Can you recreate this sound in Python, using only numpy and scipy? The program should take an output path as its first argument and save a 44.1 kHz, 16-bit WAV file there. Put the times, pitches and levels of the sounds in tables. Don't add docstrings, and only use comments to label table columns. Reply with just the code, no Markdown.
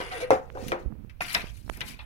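import sys
import numpy as np
from scipy import signal
from scipy.fft import rfft, irfft, next_fast_len
from scipy.io import wavfile
from scipy.ndimage import map_coordinates

SR = 44100
rng = np.random.default_rng(int(sys.argv[2]) if len(sys.argv) > 2 else 0)


def transcribe(signal):
    frames = np.atleast_2d(signal).T
    limited = np.clip(frames, -1, 1)
    pcm = np.round(limited * 32767).astype(np.int16)
    wavfile.write(sys.argv[1], SR, pcm)


N = 90404

# f/Hz, level/dB
AIR_SPECTRUM = [(30, -6), (120, 6.5), (300, -3.5), (800, -11.5), (2500, -11.5), (7000, -35), (15000, -19)]
# f/Hz, t60/s
ROOM_DECAY = [(150, 0.13), (500, 0.3728), (2500, 0.23), (6000, 0), (15000, 0.12)]

# f/Hz, gain/dB
COVERED_PORT = [(100, 5.5), (500, -2.14), (1200, -1.5), (1900, -3), (2450, 1.5), (3100, -10.5), (4500, -13),
                (7600, -23.5), (10000, -16), (16000, -15.5)]
# t/s, rumble/dB, creak/dB
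FINGER_LEVELS = [(0, -43.5, -55), (.45, -42.5, -51), (.6, -40.5, -48), (.68, -38, -32), (.75, -45.5, -57.5),
                 (.9, -38.5, -40), (1.07, -40, -47), (1.15, -43, -62.5), (1.36, -42, -55),
                 (1.45, -38.5, -44.5), (1.53, -39.5, -58), (1.75, -41.5, -45), (1.93, -45.5, -46),
                 (2.05, -40.5, -62.5)]
# f/Hz, level/dB
RUMBLE_SPECTRUM = [(25, -4.5), (48, 1.5), (80, -2.5), (130, -9.5), (250, -34.5), (500, -35), (2000, -85.5)]
CREAK_SPECTRUM = [(30, -15), (110, 1), (230, 2), (340, -7.5), (550, -22.5), (1500, -31), (5000, -67.5)]
# t/s, level/dB, f/Hz, length/s
FINGER_BUMPS = [(0.853, -20, 55.4, 0.04), (1.44, -36, 60, 0.028), (1.684, -24.5, 45.7, 0.032)]
# t/s, level/dB, f/Hz, cutoff/Hz
SKIN_CLICKS = [(0.5016, -26.5, 1780, 2880), (.64, -27, 308, 915), (0.859, -25.5, 179, 625),
               (0.923, -35.5, 606, 1550), (0.963, -43, 277, 895), (1.441, -24.5, 285, 860),
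               (1.679, -34.5, 590, 2020), (1.6949, -25.5, 1320, 3020), (1.698, -11, 900, 11900),
               (1.715, -39, 486, 1420)]

# t/s, rub/dB, fizz/dB
DRAG_LEVELS = [(1.09, -90, -80), (1.2, -73, -79), (1.215, -48, -36.5), (1.245, -41.5, -48.5),
               (1.295, -38, -42), (1.365, -38, -42.5), (1.415, -37.5, -51.5), (1.43, -47, -57),
               (1.5, -52.5, -59), (1.535, -70, -61.5), (1.575, -59.5, -54.5), (1.62, -71, -64.5),
               (1.71, -71, -59.5), (1.735, -50, -50), (1.795, -57.5, -58.5), (1.85, -52, -54),
               (1.888, -41, -41.5), (1.925, -48, -50.5), (1.96, -57, -64.5), (2.05, -73, -70)]
# t/s, level/dB, rise/s, t60/s, tilt/(dB/oct), thump/dB, snap/Hz, snap/dB
FLICK_EVENTS = [(0.6806, -34, 0.0019, 0.043, 9.5, -38, 2820, -10),
                (1.096, -50.5, 0.0005, 0.073, 1.5, -29, 2300, -3),
                (1.2055, -25, 0.0025, 0.051, -2.5, -17.5, 895, -9),
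                (1.217, -31, 0.0011, 0.046, -4.5, -26, 2130, 5.5),
                (1.328, -34.5, 0.0029, 0.029, 12, -38, 10900, 1),
                (1.342, -31.5, 0.0019, 0.018, 2, -12.5, 9600, 3.5),
                (1.3469, -19, 0.0015, 0.019, 3, -28, 4360, 4.5),
                (1.351, -30.5, 0.0011, 0.093, -16.5, -12, 1950, 8),
                (1.364, -25.5, 0.0054, 0.026, -4, -22, 2600, -22),
                (1.7715, -38.5, 0.00072, 0.017, 13, -11, 9000, -14.5),
                (1.8064, -25.5, 0.00061, 0.019, 2.5, -14, 10300, -21),
                (1.8134, -27, 0.00033, 0.035, -1, -44, 2730, 1),
                (1.99, -44.5, 0.0015, 0.16, -7, -24, 3120, 1)]
# f/Hz, level/dB
RUB_SPECTRUM = [(60, -15.5), (220, -2), (430, -19.5), (580, -8.5), (800, -7), (1400, -3), (2400, 4),
                (3400, -0.5), (5600, -7), (7500, -21.5), (16000, -29.5)]
FIZZ_SPECTRUM = [(2000, -19), (4500, 6), (6000, 0.5), (7600, -1), (11200, 3), (14000, -5), (16000, -11.5)]
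FLICK_SPECTRUM = [(80, -38), (430, -19.5), (580, -6), (900, -1.5), (1600, 0.5), (2400, 5.5), (3400, -5),
                  (5500, -6.5), (7200, -22.5), (11500, -18.5), (16000, -32.5)]
THUMP_SPECTRUM = [(40, -10), (130, 10), (220, 2.5), (430, 3), (1000, -4.5), (4000, -62)]

# t/s, scrape/dB, desk/dB, hiss/dB
SLIDE_LEVELS = [(0, -34, -38, -47), (.022, -33.5, -39.5, -50.5), (.045, -43, -69, -51.5),
                (.08, -40, -41.5, -50.5), (.097, -53, -70, -52.5), (.122, -34, -55, -49.5),
                (.165, -36, -43, -44.5), (.19, -44.5, -41, -46), (.215, -35, -38, -43),
                (.245, -36, -48, -50), (.265, -62, -64, -61.5), (.5, -71, -56, -72),
                (.56, -62, -44.5, -63.5), (.625, -52, -37.5, -51.5), (.655, -53, -70, -50.5),
                (.712, -52.5, -38, -49), (.73, -55, -88.5, -94), (.8, -53.5, -41.5, -62.5),
                (.92, -100, -110, -86)]
# f/Hz, level/dB
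SCRAPE_SPECTRUM = [(100, -20.5), (400, -6.5), (700, 1), (1000, -7), (1400, -3.5), (2100, -9), (2900, -14),
                   (4000, -11), (7000, -33), (16000, -46)]
HISS_SPECTRUM = [(1000, -45), (3000, 7.5), (6200, -1), (7500, -8), (10000, 1.5), (12500, -13.5),
                 (16000, -23.5)]
FLAT_HISS_SPECTRUM = [(1200, -16), (2800, -2.5), (6500, -1.5), (8200, -6.5), (16000, -16)]
RATTLE_SPECTRUM = [(40, -33), (130, -1.5), (350, -8.5), (800, 3), (1400, 0), (2400, -9.5), (4000, -18.5),
                   (6000, -17), (8000, -28), (11000, -27), (16000, -40)]
# f/Hz, width/Hz, level/dB
STICK_RESONANCES = [(750, 47, -1.5), (1340, 360, -3.5), (1580, 45, 4.5), (1950, 92, 4), (2320, 110, -1.5),
                    (2755, 220, -2.5)]
DESK_RESONANCES = [(340, 52, -8), (495.5, 53, 3.5), (540, 93, -4.5)]
# t/s, f/Hz, level/dB, sag/(Hz/s)
SQUEAK_EVENTS = [(.113, 757, -33.5, 696), (0.149, 473, -35.5, -6), (.2, 659, -39, 98),
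                 (.203, 2310, -39.5, 0), (.218, 503, -25.5, 7)]
# f/Hz, level/dB, t60/s
STICK_MODES = [(349, -31.5, 0.31), (1333, -24.5, 0.072), (2355, -22, 0.023), (3030, -28.5, 0.012)]
DESK_MODES = [(271.8, -18.5, 0.19), (301, -14.5, 0.19), (329.4, -11, 0.14), (444.9, 2, 0.1),
              (522.8, 3.5, 0.12), (558.3, -4.5, 0.18), (693, -18, 0.19), (749, -5, 0.18), (811, -8, 0.15),
              (847, -11.5, 0.14), (1026, -14.5, 0.12), (1350, -17, 0.082), (1530, -10.5, 0.12)]
# t/s, level/dB, blow/Hz, blow/dB, rattle/dB, tilt/(dB/oct), crack/dB re rattle
KNOCK_EVENTS = [(.002, -42, 425, 16, 6.5, -0.5, -19), (0.3056, -15.5, 686, 13.5, -3, -1.5, -1),
                (0.3294, -23.5, 506, 9.5, -5, 0, -23), (.357, -36.5, 540, 18.5, -8, 2, -20),
                (.552, -34.5, 554, 4.5, -14.5, -1, -40), (0.573, -41, 960, 13.5, -1.5, -3, -24),
                (0.7193, -28.5, 1470, 16.5, 3, -2.5, 0.5)]


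def amp(db):
    return 10 ** (np.asarray(db) / 20)


def unit_rms(x):
    return x / np.sqrt(np.mean(x ** 2) + 1e-20)


def log_interp(points, hz):
    f, values = np.transpose(points)
    return np.interp(np.log(hz + 1), np.log(f + 1), values)


def envelopes(rows):
    times_s, *columns_db = np.transpose(rows)
    return [amp(np.interp(np.arange(N) / SR, times_s, db)) for db in columns_db]


def decay(t, t60_s):
    return np.exp(-np.log(1000) * np.maximum(t, 0) / t60_s)


def add(track, at_s, sound):
    i = max(round(at_s * SR), 0)
    track[i:i + len(sound)] += sound[:len(track) - i]


def filtered(x, response):
    n = x.shape[-1]
    padded = next_fast_len(n + SR // 4)
    return irfft(rfft(x, padded) * response(np.fft.rfftfreq(padded, 1 / SR)), padded)[..., :n]


def coloured(x, spectrum, tilt_db_oct=0):
    def response(hz):
        return amp(log_interp(spectrum, hz) + tilt_db_oct * np.log2(np.maximum(hz, 500) / 500))
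    return unit_rms(filtered(x, response))


def resonances(hz, modes):
    return sum((-1) ** k * amp(db) * 1j * hz * width / (centre ** 2 - hz ** 2 + 1j * hz * width)
               for k, (centre, width, db) in enumerate(modes))


def noise(size=N):
    return rng.standard_normal(size)


def friction(slips_per_s=5000, spread_db=-3.5):
    slips = rng.random(N) < slips_per_s / SR
    return slips * noise() * amp(spread_db * np.minimum(rng.exponential(size=N), 4))


def room_air(level_db=-65.5):
    return amp(level_db) * np.array([coloured(noise(), AIR_SPECTRUM) for _ in range(2)])


def reverb(x, alike_below_hz=644, rise_s=0.0028):
    hz, t, spectra = signal.stft(noise((2, SR // 2)), SR, nperseg=256)
    width_rad = np.pi / 4 * np.minimum(hz / alike_below_hz, 1)[:, None]
    mid, side = spectra[0] * np.cos(width_rad), spectra[1] * np.sin(width_rad)
    envelope = decay(t, log_interp(ROOM_DECAY, hz)[:, None])
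    _, tail = signal.istft(np.array([mid + side, mid - side]) * envelope, SR, nperseg=256)
    tail *= np.minimum(np.arange(tail.shape[1]) / SR / rise_s, 1)
    return signal.fftconvolve(x[None], tail / np.linalg.norm(tail[0]), axes=1)[:, :N]


def early_reflections(x, t60_s=0.016, low_hz=566, high_hz=5500):
    t = np.arange(SR // 20) / SR
    ports, block = np.zeros((2, N)), N // 120
    for start in range(0, N, block):
        scatter = noise((2, len(t))) * decay(t, t60_s)
        for port, taps in zip(ports, scatter):
            add(port, start / SR, signal.fftconvolve(x[start:start + block], taps / np.linalg.norm(taps)))
    treble = lambda hz: hz ** 4 / (hz ** 4 + high_hz ** 4)
    mids = lambda hz: hz ** 2 / (hz ** 2 + low_hz ** 2) * np.sqrt(1 - treble(hz))
    return amp(-0.5) * (filtered(ports, mids) + .5 * filtered(x, treble))


def covered_port(x, lag_s=0.00031):
    delay = lambda hz: np.exp(-2j * np.pi * hz * lag_s)
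    return filtered(x, lambda hz: amp(log_interp(COVERED_PORT, hz)) * delay(hz))


def finger(damping_per_cycle=4.16, onset_share=0.47):
    rumble_gain, creak_gain = envelopes(FINGER_LEVELS)
    out = rumble_gain * coloured(noise(), RUMBLE_SPECTRUM)
    out += creak_gain * coloured(friction(slips_per_s=430, spread_db=3), CREAK_SPECTRUM)
    t = np.arange(SR // 8) / SR
    for at_s, db, hz, length_s in FINGER_BUMPS:
        window = np.sin(np.pi * np.minimum(t / length_s, 1))
        add(out, at_s, amp(db) * window * np.cos(2 * np.pi * hz * (t - length_s / 2)))
    for at_s, db, hz, cutoff_hz in SKIN_CLICKS:
        age = t * hz * damping_per_cycle
        pulse = (1 - age) * np.exp(-age) * (1 - np.exp(-(age / onset_share) ** 2))
        edge = amp(-25) * noise(len(t)) * decay(t, t60_s=0.0025)
        click = signal.sosfilt(signal.butter(4, cutoff_hz, fs=SR, output="sos"), pulse + edge)
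        add(out, at_s, amp(db) * click / np.abs(click).max())
    return out


def paper_drag(flex_depth=.1, flexes_per_s=14):
    rub_gain, fizz_gain = envelopes(DRAG_LEVELS)
    flex = map_coordinates(noise(128), [np.arange(N) * flexes_per_s / SR])
    read_position = np.cumsum(np.exp(flex_depth * flex))
    rub = map_coordinates(coloured(friction(), RUB_SPECTRUM), [read_position], mode="mirror")
    return rub_gain * rub + fizz_gain * coloured(friction(), FIZZ_SPECTRUM)


def paper_flicks(snap_width_share=.42, thump_t60_s=0.24):
    out, t = np.zeros(N), np.arange(SR // 4) / SR
    for at_s, db, rise_s, t60_s, tilt_db_oct, thump_db, snap_hz, snap_db in FLICK_EVENTS:
        snap_band = lambda hz: 1 / (1 + ((hz / snap_hz - 1) / snap_width_share) ** 4)
        snap = amp(snap_db) * unit_rms(filtered(noise(len(t)), snap_band))
        burst = (coloured(noise(len(t)), FLICK_SPECTRUM, tilt_db_oct) + snap) * decay(t - rise_s, t60_s)
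        thump = coloured(noise(len(t)), THUMP_SPECTRUM) * decay(t - rise_s, thump_t60_s)
        add(out, at_s, amp(db) * np.minimum(t / rise_s, 1) * (burst + amp(thump_db) * thump))
    return out


def pointer_slide(sag_per_s=.3):
    scrape_gain, desk_gain, hiss_gain = envelopes(SLIDE_LEVELS)
    t = np.arange(N) / SR
    stick = unit_rms(filtered(friction(), lambda hz: resonances(hz, STICK_RESONANCES)))
    pitch_ratio = 1 + np.clip(sag_per_s * (.15 - t), -.05, .05)
    stick = map_coordinates(stick, [np.cumsum(pitch_ratio)])
    scrape = amp(-6.5) * coloured(friction(), SCRAPE_SPECTRUM) + amp(-3.5) * stick
    desk_response = lambda hz: resonances(hz, DESK_RESONANCES) / (1 + (hz / 1200) ** 4)
    desk = unit_rms(filtered(friction(), desk_response))
    down_s = max(KNOCK_EVENTS, key=lambda knock: knock[1])[0]
    flat_hiss = coloured(friction(), FLAT_HISS_SPECTRUM)
    hiss = np.where(t > down_s, flat_hiss, coloured(friction(), HISS_SPECTRUM))
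    return scrape_gain * scrape + desk_gain * desk + hiss_gain * hiss


def pointer_squeaks(rise_s=0.013, hold_s=0.0171, t60_s=0.056):
    out, t = np.zeros(N), np.arange(SR // 3) / SR
    released_s = t - rise_s - hold_s
    desk_hz, width_hz, _ = max(DESK_RESONANCES, key=lambda mode: mode[2])
    for at_s, hz, db, sag_hz_per_s in SQUEAK_EVENTS:
        detuning = (hz - desk_hz) / (width_hz / 2)
        ring = amp(-7.5) * decay(released_s, t60_s=0.5) / (1 + detuning ** 2)
        envelope = np.minimum(t / rise_s, 1) * np.maximum(decay(released_s, t60_s), ring)
        add(out, at_s, amp(db) * envelope * np.sin(2 * np.pi * (hz - sag_hz_per_s * t / 2) * t))
    return out


def pointer_clack(at_s=.7195):
    out, t = np.zeros(N), np.arange(SR // 2) / SR
    for hz, db, t60_s in STICK_MODES:
        add(out, at_s, amp(db) * np.sin(2 * np.pi * hz * t) * decay(t, t60_s))
    return out


def pointer_knocks(ring_rise_s=0.0062):
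    contact, ring, t = np.zeros(N), np.zeros(N), np.arange(SR // 2) / SR
    for at_s, db, blow_hz, blow_db, rattle_db, tilt_db_oct, crack_db in KNOCK_EVENTS:
        cycles = t * blow_hz - .7
        blow = np.cos(2 * np.pi * cycles) * np.exp(-(cycles / 0.68) ** 2)
        rattle = coloured(noise(len(t)), RATTLE_SPECTRUM, tilt_db_oct) * decay(t, t60_s=0.15)
        crack = coloured(noise(len(t)), HISS_SPECTRUM) * decay(t, t60_s=0.0036)
        desk = np.zeros(len(t))
        for hz, mode_db, t60_s in DESK_MODES:
            gain = amp(mode_db + rng.normal(3.5, 1))
            desk += gain * np.sin(2 * np.pi * (hz * t + rng.random())) * decay(t, t60_s)
        desk *= 1 - np.exp(-t / ring_rise_s)
        add(contact, at_s, amp(db + rattle_db) * (rattle + amp(crack_db) * crack))
        add(ring, at_s, amp(db) * (amp(blow_db) * blow + desk))
    return contact, ring


def scene():
    contact, ring = pointer_knocks()
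    ring += pointer_squeaks() + pointer_clack()
    paper = paper_drag() + paper_flicks()
    ports = ring + amp(-20.5) * reverb(ring)
    for source, reverb_db in [(contact, -11), (pointer_slide(), -6.5), (paper, -11)]:
        ports += amp(-3) * source + early_reflections(source) + amp(reverb_db) * reverb(source)
    left, right = ports
    return np.array([left, covered_port(right) + finger()]) + room_air()


def record(dry):
    cutoff_hz = 16000
    return filtered(dry, lambda hz: 1 / (1 + (hz / cutoff_hz) ** 120))


dry = scene()
out = record(dry)
transcribe(out)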